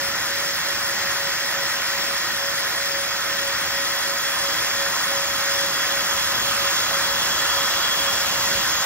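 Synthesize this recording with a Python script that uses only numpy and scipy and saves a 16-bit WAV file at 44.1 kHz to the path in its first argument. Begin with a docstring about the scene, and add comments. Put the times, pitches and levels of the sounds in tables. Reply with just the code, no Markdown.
"""A workshop with a fast 3D printer. Four small six-bladed blowers hum at their shaft speeds and whine
at multiples of the blade-passing rate; the speeds are nearly equal, so the tones beat. Beneath them
turbulent air rushes and resonates in the ducts. As a handheld phone moves slowly nearer, the rush
grows and changes colour, and a low draught rumble rises. From 8.4 to 11.3 kHz the hiss is opposite
in left and right, with nothing in the centre."""
import sys
import numpy as np
from scipy import signal
from scipy.fft import rfft, irfft, next_fast_len
from scipy.io import wavfile
from scipy.ndimage import uniform_filter1d, map_coordinates

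SR = 44100
rng = np.random.default_rng(int(sys.argv[2]) if len(sys.argv) > 2 else 0)


def bounce(signal):
    """Save signal as a 16-bit WAV file at the path given by the first command-line argument."""
    frames = np.transpose(np.atleast_2d(signal))
    limited = np.clip(frames, -1, 1)
    pcm = np.round(limited * 32767).astype(np.int16)
    wavfile.write(sys.argv[1], SR, pcm)


N = 390285

# The phone's approach. Each row: time in seconds, rush and rumble levels in dB, nearness from 0 to 1.
APPROACH = [(0, -24, -50, 0.07), (1, -23.5, -63, 0), (2, -23.5, -64.5, 0.1), (3, -24, -58, 0),
            (4, -23.5, -52, 0.2), (4.75, -23, -52, 0.28), (5.5, -23, -52, 0.43), (6.25, -22.5, -46, 0.63),
            (7, -22, -48, .7), (7.4, -21.5, -44.5, 0.94), (7.75, -21.5, -46.5, 1), (8.1, -22, -47, 1),
            (8.45, -22, -43, 1), (8.85, -22, -45.5, 1)]


def blowers():
    """Superposition: tones of nearly equal frequency beat, while turbulence modulates their levels."""
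    # Each row: time in seconds, speed of each of the four shafts in revolutions per second.
    shaft_speeds = [(0.0, 550.6, 552.9, 553.53, 556.01), (0.253, 550.71, 553.13, 553.4, 555.89),
                    (0.506, 550.91, 553.41, 553.77, 555.87), (0.759, 550.86, 553.41, 553.78, 555.91),
                    (1.011, 550.43, 553.59, 553.87, 555.91), (1.264, 550.26, 553.61, 553.68, 555.77),
                    (1.517, 550.21, 553.39, 553.65, 555.74), (1.77, 549.91, 553.41, 553.88, 555.92),
                    (2.023, 549.88, 553.5, 553.8, 555.93), (2.276, 550.07, 553.56, 553.87, 555.95),
                    (2.529, 550.08, 553.56, 553.9, 555.72), (2.781, 550.06, 553.46, 553.97, 555.69),
                    (3.034, 549.79, 553.58, 553.92, 555.78), (3.287, 549.61, 553.55, 553.92, 555.77),
                    (3.54, 549.56, 553.4, 553.81, 555.9), (3.793, 549.69, 553.34, 553.78, 556.07),
                    (4.046, 550.33, 553.31, 553.85, 556.17), (4.299, 550.75, 553.67, 553.75, 556.32),
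                    (4.551, 550.64, 553.5, 553.73, 556.19), (4.804, 550.37, 553.1, 553.45, 556.03),
                    (5.057, 549.65, 553.15, 553.46, 556.03), (5.31, 549.77, 553.38, 553.58, 556.05),
                    (5.563, 550.02, 553.17, 553.74, 556.19), (5.816, 549.78, 552.89, 553.85, 555.89),
                    (6.069, 550.12, 552.97, 553.95, 555.78), (6.321, 550.04, 553.19, 553.75, 555.76),
                    (6.574, 549.71, 553.01, 553.81, 555.74), (6.827, 549.37, 552.78, 553.95, 555.81),
                    (7.08, 549.5, 552.74, 553.99, 555.96), (7.333, 549.63, 552.96, 553.92, 555.77),
                    (7.586, 549.34, 553.28, 553.64, 555.79), (7.839, 549.12, 553.38, 553.72, 555.81),
                    (8.091, 549.35, 553.31, 553.85, 555.87), (8.344, 549.99, 553.1, 553.73, 555.91),
                    (8.597, 550.47, 553.33, 553.69, 556.04), (8.85, 550.51, 553.34, 553.67, 555.99)]
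    # Hum at the shaft speed. Each row: time in seconds, level of each blower in dB.
    hum_levels = [(0.0, -64, -45, -61, -41.5), (0.8, -48, -46, -48, -41.5), (1.61, -44, -49, -61, -42),
                  (2.41, -51, -45, -59, -41.5), (3.22, -47, -48, -47, -40), (4.02, -45, -47.5, -52.5, -40),
                  (4.83, -44, -45.5, -46, -41), (5.63, -46, -42, -45.5, -40.5),
                  (6.44, -46, -48.5, -46.5, -40.5), (7.24, -44, -54, -46.5, -40),
                  (8.05, -48, -57, -43.5, -43.5), (8.85, -47, -46, -42, -40.5)]
    # Blade tones as print head and phone move. Each row: time in seconds, then levels in dB of the
    # four blowers at order 6, at order 12 and at order 24.
    blade_levels = [(0.0, -52.0, -47.0, -50.0, -45.0, -60.0, -43.0, -48.0, -52.0, -69.0, -53.0, -50.0, -53.0),
                    (0.52, -49.0, -44.0, -48.0, -44.0, -54.0, -50.0, -52.0, -54.0, -58.0, -57.0, -55.0, -53.0),
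                    (1.04, -49.0, -44.0, -44.0, -46.0, -48.0, -51.0, -54.0, -49.0, -54.0, -62.0, -59.0, -54.0),
                    (1.56, -50.0, -46.0, -46.0, -42.0, -52.0, -54.0, -53.0, -46.0, -59.0, -57.0, -54.0, -51.0),
                    (2.08, -47.0, -44.0, -45.0, -42.0, -52.0, -55.0, -53.0, -45.0, -59.0, -57.0, -56.0, -53.0),
                    (2.6, -48.0, -44.0, -46.0, -42.0, -53.0, -60.0, -55.0, -46.0, -57.0, -57.0, -55.0, -50.0),
                    (3.12, -45.0, -46.0, -42.0, -44.0, -54.0, -60.0, -53.0, -45.0, -60.0, -60.0, -59.0, -50.0),
                    (3.64, -45.0, -42.0, -43.0, -42.0, -48.0, -55.0, -49.0, -46.0, -54.0, -51.0, -53.0, -49.0),
                    (4.16, -42.0, -39.0, -39.0, -39.0, -46.0, -48.0, -45.0, -49.0, -52.0, -51.0, -49.0, -55.0),
                    (4.69, -46.0, -42.0, -39.0, -38.0, -40.0, -46.0, -50.0, -42.0, -50.0, -52.0, -62.0, -58.0),
                    (5.21, -43.0, -46.0, -43.0, -41.0, -40.0, -46.0, -50.0, -40.0, -52.0, -51.0, -55.0, -57.0),
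                    (5.73, -43.0, -41.0, -41.0, -37.0, -38.0, -48.0, -51.0, -42.0, -47.0, -50.0, -55.0, -51.0),
                    (6.25, -42.0, -36.0, -37.0, -38.0, -38.0, -44.0, -50.0, -42.0, -48.0, -47.0, -49.0, -51.0),
                    (6.77, -44.0, -37.0, -37.0, -36.0, -38.0, -47.0, -49.0, -47.0, -48.0, -47.0, -49.0, -57.0),
                    (7.29, -43.0, -36.0, -37.0, -35.0, -40.0, -54.0, -48.0, -46.0, -51.0, -52.0, -49.0, -54.0),
                    (7.81, -39.0, -34.5, -34.5, -33.0, -42.0, -62.0, -50.0, -42.0, -58.0, -49.0, -48.0, -52.0),
                    (8.33, -43.0, -40.0, -41.0, -38.0, -39.0, -46.0, -47.0, -43.0, -48.0, -50.0, -48.0, -52.0),
                    (8.85, -47.0, -42.0, -43.0, -40.0, -35.0, -47.0, -46.0, -42.0, -48.0, -47.0, -46.0, -58.0)]
    # Order 18 shifts once, as the phone starts forward. Each row: a blower's early and late level in dB.
    overtone_levels = [(-47, -39), (-38.5, -41.5), (-39, -38), (-44, -37)]
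    # Each row: time in seconds, the left channel's phase lead in radians on each blower's order 6.
    blade_leads = [(0.0, 3.4, 3.0, 3.0, 3.5), (0.52, 2.5, 2.9, 3.0, 3.3), (1.04, 3.1, 3.1, 3.1, 3.5),
                   (1.56, 3.4, 2.9, 2.8, 3.1), (2.08, 3.4, 4.0, 2.7, 2.8), (2.6, 3.4, 4.2, 2.4, 3.1),
                   (3.12, 3.4, 3.9, 2.5, 3.3), (3.64, 2.5, 2.9, 2.4, 2.3), (4.16, 2.9, 2.3, 2.3, 2.2),
                   (4.69, 2.6, 2.5, 2.6, 2.2), (5.21, 2.8, 2.7, 2.7, 2.1), (5.73, 2.4, 2.9, 2.5, 2.4),
                   (6.25, 2.7, 2.7, 2.7, 2.6), (6.77, 2.9, 2.7, 2.6, 2.4), (7.29, 2.4, 2.3, 2.0, 1.5),
                   (7.81, 1.9, 2.1, 2.1, 1.1), (8.33, 1.6, 2.3, 2.3, 0.6), (8.85, 1.4, 2.3, 2.3, 0.1)]
    # Each row: left minus right level in dB of one blower's order 6, far and near.
    blade_balance = [(1, -.5), (0, 0), (.5, -1), (3, -2)]
    blades, orders = 6, (1, 6, 12, 24, 18)  # multiples of the shaft speed
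    flicker_db = (.3, 1.5, 2, 2, 2)  # rms, for each order
    start_turns = (.99, .54, .66, .46)  # the shafts' angles in turns at the start
    shift_middle_s, shift_length_s, slip_rev_per_s = 3.5, 1.3, .13
    levels = curves(hum_levels) + curves(blade_levels)
    leads, near = curves(blade_leads), curves(APPROACH)[-1]
    late = np.clip((np.arange(N) / SR - shift_middle_s) / shift_length_s + .5, 0, 1)
    tones = np.zeros((2, N))
    for k, speed in enumerate(curves(shaft_speeds)):
        turns = start_turns[k] + np.cumsum(speed) / SR
        slip = np.cumsum(slip_rev_per_s * wobble(14)) / SR + rng.random()  # air lags the blades unevenly
        order_levels = [*levels[k::4], blend(late, *overtone_levels[k])]
        for order, db, depth_db in zip(orders, order_levels, flicker_db):
            left = channel_gain(order * speed.mean(), side=1)
            if order == blades:  # the blade-passing tone wanders in direction
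                lead = leads[k] + .35 * wobble(14)
                left = amp(blend(near, *blade_balance[k]) / 2) * np.exp(.5j * lead)
            phase = 2 * np.pi * order * (turns + slip * (order > 1))
            tone = np.sqrt(2) * amp(db + depth_db * wobble(10)) * np.exp(1j * phase)
            tones += [(tone * left).imag, (tone / left).imag]
    return tones


def air_rush():
    """Turbulence radiates broadband noise: two independent streams, coloured by the ducts."""
    # The roar at 1 to 1.6 kHz swells and sags. Each row: time in seconds, gain in dB over the rush.
    roar_gains = [(0, -0.5), (1, -0.5), (2, -0.3), (3, -0.1), (4, -0.5), (5, 1.1), (6, 0.2), (6.6, 1.5),
                  (7, 0), (7.4, 1), (7.8, 1.5), (8.2, 1), (8.5, -0.8), (8.85, 1.5)]
    roar_hz, roar_width_hz = 1290, 700
    rush_db, _, near = curves(APPROACH)
    spectra = signal.stft(rng.standard_normal((2, N + 512)), nperseg=512)[2]
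    eddies = rng.standard_normal(spectra.shape[1:])  # smoothed into patches of more and less noise
    eddies = uniform_filter1d(eddies, size=8, axis=0)
    eddies = uniform_filter1d(eddies, size=12, axis=1)
    noise = signal.istft(spectra * amp(0.95 * unit(eddies)), nperseg=512)[1][:, :N]
    far_air = filtered(noise, lambda hz: duct_colour(hz, place=1))
    near_air = filtered(noise, lambda hz: duct_colour(hz, place=2))
    rush = unit(blend(near, unit(far_air), unit(near_air)))
    roar = filtered(rush, lambda hz: np.exp(-(2 * (hz - roar_hz) / roar_width_hz) ** 4))
    rush = rush + (amp(curves(roar_gains)[0]) - 1) * roar
    return amp(rush_db + 0.25 * wobble(7)) * rush


def duct_colour(hz, place):
    """Resonances add in power to the broad rush, as heard from far (place 1) or near (place 2)."""
    # Each row: frequency in Hz, relative spectral level in dB far and near.
    rush_spectrum = [(20, -62, -54.5), (64, -14.5, -17), (260, -16, -16), (430, -15.5, -14),
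                     (640, -10.5, -8), (2370, -6, -7.5), (2780, -9.5, -6), (4370, -7.5, -6),
                     (6030, -10, -9.5), (7750, -12, -9), (9500, -55, -61), (11680, -13, -11.5),
                     (15000, -18.5, -18)]
    # Duct and frame resonances, and humps of turbulence round the blade tones.
    # Each row: centre and width in Hz, relative peak level in dB far and near.
    resonances = [(174, 73, -14.5, -16), (336, 71, -12, -16), (1040, 194, -6.5, -3.5),
                  (1283, 127, -4, -2.5), (1260, 35, -4, -7), (1480, 59, -6, -8.5), (1504, 550, -2.5, -3.5),
                  (1877, 240, 1, -4), (1757, 37, 0, -2), (1927, 60, -7, -11), (3314, 140, -3.5, -5.5),
                  (4000, 190, -11, -14.5), (4990, 480, -5.5, -5.5), (5315, 250, -2, -3),
                  (5440, 85, -2.5, -3), (6580, 490, -10.5, -8), (8055, 180, -4, -4.5),
                  (9800, 110, -43, -40), (13350, 520, -21, -22)]
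    notch_hz, notch_width_hz, notch_db = 1168, 36, (-5, 0)  # from afar, a frame echo cancels this band
    peak = lambda centre, width: 1 / (1 + (2 * (hz - centre) / width) ** 2)
    power = amp(along(rush_spectrum, hz, column=place)) ** 2
    for centre, width, *peak_db in resonances:
        power += (amp(peak_db[place - 1]) * peak(centre, width)) ** 2
    return np.sqrt(power) * amp(notch_db[place - 1] * peak(notch_hz, notch_width_hz))


def draught():
    """Slow pressure fluctuations in a draught make two independent streams of low rumble."""
    # Each row: frequency in Hz, relative spectral level in dB.
    rumble_spectrum = [(15, -55), (28, -25), (40, -7.5), (55, -0.5), (90, -1), (130, -4.5), (300, -7.5),
                       (600, -32)]
    _, rumble_db, _ = curves(APPROACH)
    rumble = filtered(rng.standard_normal((2, N)), lambda hz: amp(along(rumble_spectrum, hz)))
    return amp(rumble_db + 1.8 * wobble(3.7)) * unit(rumble)


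def channel_gain(hz, side):
    """Level and phase panning: complex gain of the left (side > 0) or right (side < 0) channel."""
    # Each row: frequency in Hz, left minus right level in dB.
    level_differences = [(60, 0), (330, -.5), (520, -2.7), (850, -3), (1150, -4), (1400, -2.3), (1800, -.3),
                         (2100, 1.2), (2400, -2), (2750, -4.7), (3200, -2), (3600, -.3), (4500, 1),
                         (5500, 1.7), (6400, .6), (7300, 0)]
    # Each row: frequency in Hz, phase lead of the left channel in radians.
    # From 8.4 to 11.3 kHz the hiss is opposite in left and right, with nothing in the centre.
    phase_leads = [(0, 0), (150, 0), (520, -.5), (1380, .2), (2150, .1), (2750, -3.2), (4220, -3.9),
                   (4910, -3.7), (5680, -4.6), (8100, -3.5), (8400, -3.14), (11300, -3.14), (12400, -2.3),
                   (15700, -.7)]
    gain = amp(side * along(level_differences, hz) / 2)
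    return gain * np.exp(.5j * side * along(phase_leads, hz, scale=np.asarray))


def stereo_spread(streams):
    """Sum and difference mixing: two weighted noise streams spread the air between left and right."""
    # Each row: frequency in Hz, likeness of left and right from 0 to 1, before the phase shift.
    likeness = [(0, 1), (150, .995), (300, .97), (700, .83), (1300, .87), (2000, .94), (2350, .4),
                (2700, .1), (3200, .65), (4300, .65), (5300, .8), (6600, .85), (7300, .77), (8200, .88),
                (8400, .998), (11300, .998), (11800, .8), (13500, .75), (15700, .57)]
    angle = lambda hz: np.arccos(along(likeness, hz, scale=np.asarray)) / 2
    main, spread = filtered(streams, lambda hz: np.array([np.cos(angle(hz)), np.sin(angle(hz))]))
    left = filtered(main + spread, lambda hz: channel_gain(hz, side=1))
    right = filtered(main - spread, lambda hz: channel_gain(hz, side=-0.98))
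    return np.array([left, right])


def amp(db):
    """Amplitude ratio of a level in dB."""
    return 10 ** (np.asarray(db) / 20)


def unit(x):
    """Normalisation to an rms of 1."""
    return x / np.sqrt(np.mean(x ** 2))


def blend(share, first, last):
    """Linear crossfade as share goes from 0 to 1."""
    return first + share * (last - first)


def along(table, hz, column=1, scale=np.log1p):
    """Interpolation of one column over frequency, logarithmic by default."""
    columns = np.transpose(table)
    return np.interp(scale(hz), scale(columns[0]), columns[column])


def curves(table):
    """Interpolation over time: one value per sample for each column after the first."""
    seconds, *columns = np.transpose(table)
    return [np.interp(np.arange(N) / SR, seconds, column) for column in columns]


def wobble(rate):
    """Smooth random modulation with an rms of 1 and rate knots a second."""
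    steps = np.arange(0, N + 128, 128)
    knots = rng.standard_normal(int(N * rate / SR) + 6)
    coarse = map_coordinates(knots, [steps * rate / SR])
    return np.interp(np.arange(N), steps, unit(coarse))


def filtered(x, response):
    """Linear filtering: the spectrum of x times a complex response of frequency."""
    size = next_fast_len(N + SR // 4)
    hz = np.fft.rfftfreq(size, 1 / SR)
    return irfft(rfft(x, size) * response(hz), size)[..., :N]


def scene():
    """Superposition: air noise and blower tones add in each channel."""
    return stereo_spread(air_rush() + draught()) + blowers()


def record(dry):
    """Band limiting: the phone passes nothing above its cutoff."""
    cutoff_hz = 15750
    return filtered(dry, lambda hz: hz < cutoff_hz)


dry = scene()
out = record(dry)
bounce(out)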